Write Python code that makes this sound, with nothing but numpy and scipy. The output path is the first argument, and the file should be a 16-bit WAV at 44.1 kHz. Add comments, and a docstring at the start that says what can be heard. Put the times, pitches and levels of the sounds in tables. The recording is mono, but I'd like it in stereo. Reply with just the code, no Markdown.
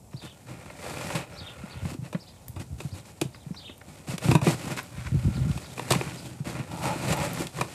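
"""A pleated air filter is worked out of its plastic housing by hand, close to the microphone.
Its felt drags over the plastic in strokes: many tiny slips hiss and make the walls rasp.
Pleats snap past the rim, the hollow box thuds and shudders, and fingers skid and tap on it.
Small birds chirp some way off, over faint outdoor air."""
import sys
import numpy as np
from scipy import signal
from scipy.fft import rfft, irfft, next_fast_len
from scipy.io import wavfile

SR = 44100
rng = np.random.default_rng(int(sys.argv[2]) if len(sys.argv) > 2 else 0)


def to_wav(sig):
    """Store sig (one row per channel, or 1-D mono) as 16-bit WAV at the path in sys.argv[1].

    Samples outside -1..1 are clipped; the rate is SR.
    """
    pcm = np.clip(np.atleast_2d(sig), -1, 1) * 32767
    pcm = np.round(pcm).astype(np.int16)
    wavfile.write(sys.argv[1], SR, pcm.T)  # frames by channels


N = 341334
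TIME = np.arange(N) / SR
FFT_SIZE = next_fast_len(N + SR // 2)
FREQS = np.maximum(np.arange(FFT_SIZE // 2 + 1) * SR / FFT_SIZE, 1)
RUB_FADE_S = 0.059

# The tones at which the plastic walls ring. Each row: pitch in Hz, width in Hz, level in dB.
WALL_MODES = [(406, 340, -5.5), (536, 58, 3.5), (616, 36, 1), (801, 142, -1), (1140, 470, -7),
              (1427, 58, 0), (1820, 360, -8.5), (2234, 120, -4), (2408, 144, -1.5), (2740, 570, -5.5),
              (4190, 1280, -8.5)]
# The tones of the thin plastic under a nail. Each row: pitch in Hz, width in Hz, level in dB.
THIN_PLASTIC_MODES = [(1035, 180, -2.5), (1486, 140, 2.5), (1900, 900, -5), (2440, 430, 0.5),
                      (3400, 6900, -15)]
# Fingers rub the left wall. Each row: start and end in seconds, then rumble, hiss and rasp in dB.
FINGER_RUBS = [(1.275, 1.894, -46.5, -58.5, -41), (2.415, 2.958, -47, -69, -73),
               (4.916, 5.144, -36.5, -53, -44.5), (5.103, 5.592, -32.5, -51.5, -41)]


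def felt_drag(hiss_db, rasp_db):
    """Fibres catch and let go, more often in a hard pull; they hiss and set the walls ringing."""
    # The tone colour of the hiss. Each row: frequency in Hz, level in dB.
    felt_spectrum = [(500, 5), (2000, -4), (4400, -1), (6200, -3.5), (7300, 0), (8400, -1), (10000, -5),
                     (12500, -9.5), (15000, -22)]
    # The left wall under the fingertips. Each row: pitch in Hz, width in Hz, level in dB.
    left_wall_modes = [(1392, 59, 12), (2080, 300, -19), (2160, 76, 3)]
    slips_per_s = 7000 * from_db(.5 * (hiss_db + 50))
    hiss = from_db(hiss_db) * radiate(slips(slips_per_s, spread_db=1), colour(felt_spectrum))
    wall_force = slips(.4 * slips_per_s, spread_db=1)
    walls = flexed(radiate(wall_force, resonances(WALL_MODES) * band(250, 2680)))
    fingertips = radiate(slips(3300, spread_db=-20), resonances(left_wall_modes))
    touch, _ = left_wall_contact()
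    rasp = from_db(rasp_db - 3.5) * ((1 - 0.5 * touch) * walls + 0.23 * touch * fingertips)
    groan = duct_groan()
    return snags() * (hiss + rasp + groan)


def friction_levels(pull_fade_s=0.11, shake_follows=0.75):
    """Levels in dB of hiss, rasp and box shake: pulls, scrapes and rubs add to the resting grip."""
    # Four long pulls on the filter. Each row: time in seconds, hiss in dB, rasp in dB.
    first_pull = [(0.58, -62.5, -51.5), (0.77, -60.5, -51), (0.842, -49, -41.5), (1.146, -45.5, -39),
                  (1.154, -42, -32), (1.222, -56.5, -43), (1.27, -75, -55)]
    tug = [(4.56, -51, -48), (4.72, -44, -36.5), (4.75, -52.5, -45)]
    slide = [(5.95, -42, -35.5), (5.966, -46, -39.5), (6.238, -54.5, -55.5), (6.264, -49, -48),
             (6.36, -61.5, -55.5)]
    last_pull = [(6.725, -53, -46.5), (6.79, -49, -48), (6.866, -40.5, -32.5), (6.918, -46.5, -38),
                 (7.0, -48, -40.5), (7.134, -36.5, -29.5), (7.15, -50.5, -41), (7.252, -37.5, -30),
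                 (7.29, -51, -41), (7.355, -45, -39), (7.408, -42, -38.5), (7.486, -59, -52),
                 (7.51, -56.5, -81)]
    # Short scrapes as the grip shifts or the filter jerks.
    # Each row: start, rise and fall in seconds, hiss in dB, rasp in dB.
    scrapes = [(0.211, 0.039, 0.037, -48.5, -43), (0.449, 0.071, 0.041, -52.5, -43.5),
               (1.809, 0.1, 0.056, -45.5, -42), (2.02, 0.042, 0.027, -53, -44.5),
               (2.595, 0.0029, 0.034, -44, -37), (2.78, 0.005, 0.17, -51, -52),
               (2.926, 0.03, 0.075, -49, -50), (3.036, 0.058, 0.043, -50.5, -51),
               (3.867, 0.018, 0.24, -53.5, -52), (4.065, 0.046, 0.061, -39.5, -36.5),
               (4.203, 0.091, 0.077, -35.5, -31.5), (4.419, 0.071, 0.072, -32, -28.5),
               (4.763, 0.0073, 0.05, -39, -50), (4.8, 0.043, 0.32, -52, -50.5),
               (5.498, 0.072, 0.57, -48.5, -49.5), (5.751, 0.042, 0.17, -47.5, -42),
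               (6.442, 0.032, 0.12, -42, -38.5), (6.499, 0.1, 0.063, -49.5, -37),
               (7.527, 0.047, 0.078, -42.5, -39), (7.608, 0.093, 0.22, -47.5, -46)]
    settled = np.where(TIME < .11, .1, 1)  # quieter until the fingers settle
    power = settled * from_db([[-62.5], [-58.5], [-66.5]]) ** 2  # a held filter is never quite still
    for pull, shake_db in (first_pull, -47), (tug, -40.5), (slide, -40), (last_pull, -39):
        times, hisses, rasps = np.transpose(pull)
        hiss, rasp = np.interp(TIME, times, hisses), np.interp(TIME, times, rasps)
        shake = shake_db + shake_follows * (rasp - np.mean(rasps))
        grip = held(times[0] - pull_fade_s, times[-1] + pull_fade_s, pull_fade_s)
        power += (grip * from_db([hiss + 4, rasp + 2.5, shake])) ** 2
    for start, rise, fall, hiss, rasp in scrapes:
        power += (swell(start, rise, fall) * from_db([[hiss], [rasp], [rasp]])) ** 2
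    for start, end, _, hiss, rasp in FINGER_RUBS:
        power[:2] += (held(start, end, RUB_FADE_S) * from_db([[hiss], [rasp]])) ** 2
    return 10 * np.log10(power)


def slips(per_s, spread_db):
    """Friction is a hail of tiny slips of uneven size; gives two unrelated forces."""
    chance = np.clip(per_s / SR, 1e-4, 1)
    sizes = from_db(spread_db * np.minimum(rng.exponential(1, N), 4))
    slipping = rng.random(N) < chance
    return unit_power(slipping * sizes * rng.standard_normal((2, N)) / np.sqrt(chance))


def snags(per_s=90, release_s=.0022):
    """The loudness of the friction wavers, jumps each time the felt snags, and dies back."""
    jumps = (rng.random(N) < per_s / SR) * rng.random(N)
    release = signal.lfilter([1], [1, -np.exp(-1 / (release_s * SR))], jumps + 1e-18)
    waver = from_db(drift(70) + .5 * drift(20))
    return unit_power(waver * (1 + .95 * release))


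def flexed(sound, pitch_wander=.03):
    """The plastic bends under the hand, so its tones wander."""
    position = np.cumsum(1 + pitch_wander * drift(5)) % N
    return np.array([np.interp(position, np.arange(N), side) for side in sound])


def duct_groan():
    """The filter jams and makes the air in the duct groan."""
    # The moments it jams. Each row: start, rise and fall in seconds, level in dB.
    jams = [(6.68, 0.089, 0.26, -42.5), (6.8, 0.1, 0.047, -36), (6.98, 0.23, 0.1, -38.5)]
    # The tones of the air in the duct. Each row: pitch in Hz, width in Hz, level in dB.
    duct_modes = [(573, 120, -4.5), (850, 69, 4), (976, 90, -2), (1340, 110, 1)]
    return strokes(jams) * radiate(slips(3500, spread_db=0.5), resonances(duct_modes) * band(310, 1170))


def pleat_snaps(rise_s=0.00082, wall_delay_s=0.000963):
    """A pleat springs past the rim: a short crackle, heard directly and as a knock through the walls."""
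    # Each row: start in seconds, crack in dB, knock in dB, seconds to fade by 60 dB.
    snaps = [(0.131, -67, -40, 0.04), (1.151, -33.5, -37, 0.15), (2.127, -39, -31, 0.037),
             (2.561, -50, -37.5, 0.1), (2.802, -36.5, -28, 0.038), (3.213, -18.5, -20, 0.026),
             (4.18, -24, -28.5, 0.021), (4.283, -42, -19, 0.018), (4.312, -23.5, -13, 0.041),
             (4.351, -19.5, -9.5, 0.025), (4.414, -36, -25, 0.041), (4.466, -47, -20.5, 0.11),
             (5.513, -36, -37, 0.024), (5.574, -36, -34, 0.033), (5.778, -35, -16.5, 0.0087),
             (5.794, -27, -15, 0.013), (5.905, -17.5, -17.5, 0.071), (5.921, -8.5, -18, 0.014),
             (5.934, -39, -11.5, 0.011), (6.01, -46, -15, 0.016), (7.124, -23, -34, 0.023),
             (7.469, -27.5, -36, 0.018), (7.586, -45, -21.5, 0.015), (7.610, -22.5, -11.5, 0.029)]
    # The tone colours of crack and knock. Each row: frequency in Hz, level in dB.
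    crack_spectrum = [(500, -12), (2000, 35.5), (3600, 34.5), (6000, 28), (8000, 32), (11000, 24.5),
                      (15000, 13)]
    knock_spectrum = [(120, -21.5), (330, 18.5), (600, 13), (950, 13.5), (1600, 1.5), (2500, 6),
                      (4000, -9.5), (10000, -26.5)]
    crack, knock = np.zeros((2, 2, N))
    t = TIME[:SR // 5]
    for start, crack_db, knock_db, fade_s in snaps:
        envelope = from_db(-60 * t / fade_s) * (1 - np.exp(-t / rise_s))
        burst = envelope * rng.standard_normal((2, len(t)))
        add_at(crack, start, from_db(crack_db) * burst)
        add_at(knock, start, from_db(knock_db) * burst)
    walls = colour(knock_spectrum) * (1 + .5 * resonances(WALL_MODES))
    delay = np.exp(-2j * np.pi * FREQS * wall_delay_s)  # the walls take a moment to move
    return radiate(crack, colour(crack_spectrum)) + radiate(knock, walls * delay)


def box_thuds(rise_s=0.0017, cycles=8.5, wall_fade_s=0.089, right_lag_s=0.00053):
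    """A soft blow swings the box for a few cycles; harder blows also ring the wall more."""
    # Each row: start in seconds, level in dB, pitch in Hz.
    blows = [(0.141, -28.5, 132), (1.149, -22, 163), (1.411, -35, 147), (1.636, -29, 191),
             (1.851, -23.5, 157), (1.824, -26, 88.4), (1.946, -27, 268), (1.987, -28.5, 127),
             (2.021, -30, 142), (2.146, -19, 174), (2.49, -33.5, 112), (2.562, -31, 94),
             (2.701, -34.5, 103), (2.848, -24.5, 138), (2.924, -30, 95), (3.214, -17, 604),
             (3.215, -26, 138), (3.216, -17, 323), (3.251, -25.5, 134), (3.463, -30.5, 142),
             (3.506, -24, 174), (3.694, -36, 253), (4.137, -24, 170), (4.252, -18.5, 134),
             (4.286, -10.5, 128), (4.314, -11.5, 264), (4.316, -21, 95), (4.35, -8, 153),
             (4.421, -18.5, 124), (4.466, -9.5, 347), (4.472, -9.5, 163), (5.119, -20.5, 110),
             (5.142, -16, 132), (5.254, -24.5, 181), (5.278, -18, 196), (5.378, -25, 240),
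             (5.408, -22, 133), (5.467, -19.5, 158), (5.498, -20.5, 132), (5.909, -18.5, 129),
             (5.957, -18.5, 165), (6.402, -24.5, 141), (6.596, -23.5, 141), (7.108, -20.5, 142),
             (7.404, -20.5, 305), (7.611, -27, 820), (7.612, -26, 154)]
    out = np.zeros((2, N))
    t = np.maximum(TIME[:SR // 4] - np.array([[0], [right_lag_s]]), 0)
    for start, db, hz in blows:
        swing = np.sin(2 * np.pi * hz * t) * from_db(-60 * hz * t / cycles)
        wall_hz = 335 * rng.uniform(0.85, 1.062)
        wall = np.sin(2 * np.pi * wall_hz * t) * from_db(-6 + 0.8 * db - 60 * t / wall_fade_s)
        blow = from_db(db + 7.5) * (1 - np.exp(-(t / rise_s) ** 2)) * (swing + wall)
        low_cut = signal.butter(3, 0.73 * hz, "high", fs=SR, output="sos")
        add_at(out, start, signal.sosfilt(low_cut, blow))
    touch, _ = left_wall_contact()
    return out * panned(-3.5 + 9 * np.sqrt(touch))


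def box_shudder(shake_db):
    """Slow sticking and slipping shakes the box: the filter on the right, fingers deeper on the left."""
    # The low tones of the box. Each row: pitch in Hz, width in Hz, level in dB.
    box_modes = [(63.7, 22.2, 4.5), (111.7, 44.5, 2.5), (120.6, 13.7, 7.5), (167.5, 37.7, -5),
                 (226, 85, -7.5), (318, 104, -10)]
    box = resonances(box_modes)
    from_filter = radiate(slips(900, spread_db=3.5), box * band(123, 435))
    from_fingers = radiate(slips(150, spread_db=5), box * band(58, 258, order=3))
    _, rumble = left_wall_contact()
    return from_db(shake_db - 1) * panned(-2.5) * from_filter + rumble * panned(6) * from_fingers


def left_wall_contact():
    """How much the fingers touch the left wall, and how strongly their rubbing rumbles."""
    touch, rumble = np.zeros((2, N))
    for start, end, rumble_db, _, _ in FINGER_RUBS:
        contact = held(start, end, RUB_FADE_S)
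        touch += contact
        rumble += contact * from_db(rumble_db)
    return touch, rumble


def nail_skids():
    """A nail chatters over the wall in fine slips and sets the thin plastic ringing."""
    # Each row: start, rise and fall in seconds, level in dB.
    skids = [(4.763, 0.027, 0.014, -33), (4.93, 0.052, 0.077, -47.5), (5.043, 0.03, 0.005, -40),
             (6.03, 0.069, 0.035, -42)]
    plastic = resonances(THIN_PLASTIC_MODES) * band(790, 5800)
    return strokes(skids) * radiate(slips(2000, spread_db=3), plastic)


def fibre_ticks():
    """Single fibres and pleat edges flick the rim with tiny bright ticks."""
    # Each row: start in seconds, level in dB.
    ticks = [(2.482, -29), (3.779, -43), (4.83, -36), (7.169, -32), (7.333, -30)]
    # The tone colour of a tick. Each row: frequency in Hz, level in dB.
    tick_spectrum = [(1500, -18), (6000, -16), (11000, -5.5)]
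    return radiate(flicks(ticks, fade_s=.016), colour(tick_spectrum))


def finger_taps():
    """As the grip shifts, fingertips and nails tap the wall and the thin plastic, and both ring."""
    # Each row: start in seconds, level in dB.
    taps = [(0.66, -42), (0.7, -37), (1.102, -27), (1.851, -36), (2.147, -31), (3.346, -42), (3.544, -42),
            (3.694, -40), (3.812, -41), (5.644, -38), (5.951, -25), (7.372, -30)]
    plastic = (resonances(WALL_MODES) + .5 * resonances(THIN_PLASTIC_MODES)) * band(250, 2500)
    return radiate(flicks(taps, fade_s=.03), plastic)


def birds(syllable_s=.046, length_spread=.15):
    """Birds sing hoarse syllables that arch up and down in pitch, blurred by outdoor echoes."""
    # Two kinds of call, both stepping down. Each row: seconds after the loudest syllable,
    # top pitch in Hz, level in dB, share by which the pitch sags at both ends.
    chirrup = [(-.036, 5450, -13, .05), (0, 4750, 0, .25), (.038, 3700, -6, .15), (.08, 3700, -1, .29),
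               (.119, 3700, -4, .25)]
    chip = [(0, 5150, 0, .29), (.068, 3950, -6, .25)]
    # When each kind is sung. Each row: time in seconds, level in dB, pitch multiplier.
    chirrup_calls = [(.183, -48, 1), (1.387, -43.5, 1), (3.583, -44, 1)]
    chip_calls = [(1.716, -49, 0.91), (2.213, -50.5, 1.02), (2.288, -55, 1), (2.93, -53.5, 1),
                  (3.345, -55, 0.99), (5.354, -50, .96), (5.646, -49, 0.98), (6.183, -49, 0.97)]
    song = np.zeros(N)
    hoarseness = 1 + .055 * drift(1300)
    for syllables, calls in (chirrup, chirrup_calls), (chip, chip_calls):
        for call_s, call_db, ratio in calls:
            for after_s, top_hz, syllable_db, sag in syllables:
                length = int(syllable_s * SR * (1 + length_spread * rng.uniform(-0.85, 1)))
                span = round((call_s + after_s) * SR) - length // 2 + np.arange(length)
                along = np.linspace(-1, 1, length)
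                arch = 1 - sag * np.sin(np.pi / 2 * along) ** 2
                pitch = ratio * top_hz * arch * hoarseness[span]
                stress_db = 7 * rng.uniform(-.5, 1) * along  # usually favours the falling end
                envelope = from_db(call_db + syllable_db + stress_db) * np.sqrt(1 - along ** 2)
                song[span] += envelope * np.sin(2 * np.pi * np.cumsum(pitch) / SR)
    song *= from_db(2.5 * drift(200))  # the level flutters
    return song * panned(-3.1) + from_db(-1) * echoes(song[None], fade_s=.22, count=120)


def outdoor_air():
    """The air outdoors is a faint, steady noise, mostly bass."""
    # Each row: frequency in Hz, level in dB.
    air_spectrum = [(30, -11), (75, 1.5), (400, -17), (860, -18), (1650, -45), (6000, -31), (8000, -27),
                    (14000, -37)]
    return from_db(-52) * radiate(rng.standard_normal((2, N)), colour(air_spectrum))


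def radiate(force, response):
    """Two unrelated forces take on a tone colour and reach the ears, most alike near 130 Hz."""
    # Each row: frequency in Hz, how alike the ears are (limited below to just under 1).
    ear_likeness = [(60, -0.44), (130, 2), (350, 0.2), (700, 0.62), (1400, 0.04), (2500, 0.15), (4000, 0)]
    # Each row: frequency in Hz, how much louder the left ear is in dB.
    ear_balance = [(110, -1), (380, -2), (700, -0.6), (2400, 1.1), (4400, 0)]
    alike = np.clip(over_hz(ear_likeness), -.98, .98)
    mid, side = rfft(force, FFT_SIZE)
    ears = np.sqrt(1 + alike) * mid + np.sqrt(1 - alike) * side * np.array([[1], [-1]])
    unit_response = response / np.sqrt(np.mean(np.abs(response) ** 2))
    return irfft(ears * panned(over_hz(ear_balance)) * unit_response, FFT_SIZE)[:, :N]


def echoes(sound, fade_s, count):
    """Scattered reflections, different on each side, die away by 60 dB in fade_s."""
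    t = TIME[:SR // 2]
    tail = rng.standard_normal((2, len(t))) * (rng.random((2, len(t))) < count / len(t))
    tail *= from_db(-60 * t / fade_s) * (t > .004)
    tail /= np.sqrt(np.sum(tail ** 2, axis=1, keepdims=True))
    return signal.fftconvolve(sound, tail, axes=1)[:, :N]


def flicks(contacts, fade_s):
    """The force of light contacts: tiny bursts of noise that die at once."""
    force = np.zeros((2, N))
    t = TIME[:SR // 10]
    for start, db in contacts:
        add_at(force, start, from_db(db - 60 * t / fade_s) * rng.standard_normal((2, len(t))))
    return force


def add_at(track, start_s, sound):
    """Mix a short stereo sound into a track."""
    at = round(start_s * SR)
    track[:, at:at + sound.shape[1]] += sound[:, :N - at]


def swell(start, rise, fall, roundness=0.67):
    """A brief stroke gathers speed and stops again: from 0 to 1 and back."""
    return np.interp(TIME, [start, start + rise, start + rise + fall], [0, 1, 0]) ** roundness


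def strokes(rows):
    """Several swells, each at its own level."""
    return sum(from_db(db) * swell(start, rise, fall) for start, rise, fall, db in rows)


def held(start, end, fade_s):
    """A contact fades in, holds at 1 and fades out."""
    return np.clip(np.minimum(TIME - start, end - TIME) / fade_s, 0, 1)


def drift(turns_per_s):
    """A random wander around zero, roughly 1 in size."""
    points = rng.standard_normal(N // 20)
    return np.interp(TIME * turns_per_s, np.arange(len(points)), points)


def colour(spectrum):
    """A response with this tone colour that never sounds before it is struck (minimum phase)."""
    cepstrum = irfft(np.log(from_db(over_hz(spectrum))), FFT_SIZE)
    cepstrum[1:FFT_SIZE // 2] *= 2
    cepstrum[FFT_SIZE // 2 + 1:] = 0
    return np.exp(rfft(cepstrum))


def resonances(modes):
    """The response of several ringing tones, added with alternating signs."""
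    return sum((-1) ** k * from_db(db) / (1 + 1j * (FREQS ** 2 - hz ** 2) / (FREQS * width))
               for k, (hz, width, db) in enumerate(modes))


def band(low_hz, high_hz, order=2):
    """A response that passes one range of frequencies."""
    return signal.freqs(*signal.butter(order, [low_hz, high_hz], "band", analog=True), FREQS)[1]


def over_hz(points):
    """Fill in a table of frequencies and values at every frequency."""
    hz, value = np.transpose(points)
    return np.interp(np.log(FREQS), np.log(hz), value)


def panned(db):
    """Left and right gains; positive dB leans left."""
    return from_db(np.array([[.5], [-.5]]) * db)


def from_db(db):
    """Turn decibels into a gain."""
    return 10 ** (np.asarray(db) / 20)


def unit_power(x):
    """Scale to an average power of 1."""
    return x / np.sqrt(np.mean(x ** 2) + 1e-20)


def scene():
    """The handling echoes briefly in the cramped space, over birds and outdoor air."""
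    hiss_db, rasp_db, shake_db = friction_levels()
    handling = felt_drag(hiss_db, rasp_db) + box_shudder(shake_db)
    handling += nail_skids() + fibre_ticks() + finger_taps() + pleat_snaps() + box_thuds()
    air = outdoor_air()
    reflections = from_db(-10.5) * echoes(handling, fade_s=0.16, count=1500)
    return handling + reflections + birds() + air


def record(dry, low_cut_hz=50, high_cut_hz=14700, ceiling=.85):
    """The deep bass rolls off, the tallest peaks are rounded and the top treble is cut steeply."""
    thinned = signal.sosfilt(signal.butter(2, low_cut_hz, "high", fs=SR, output="sos"), dry)
    rounded = ceiling * np.tanh(thinned / ceiling)
    return signal.sosfilt(signal.ellip(10, .3, 80, high_cut_hz, fs=SR, output="sos"), rounded)


dry = scene()
out = record(dry)
to_wav(out)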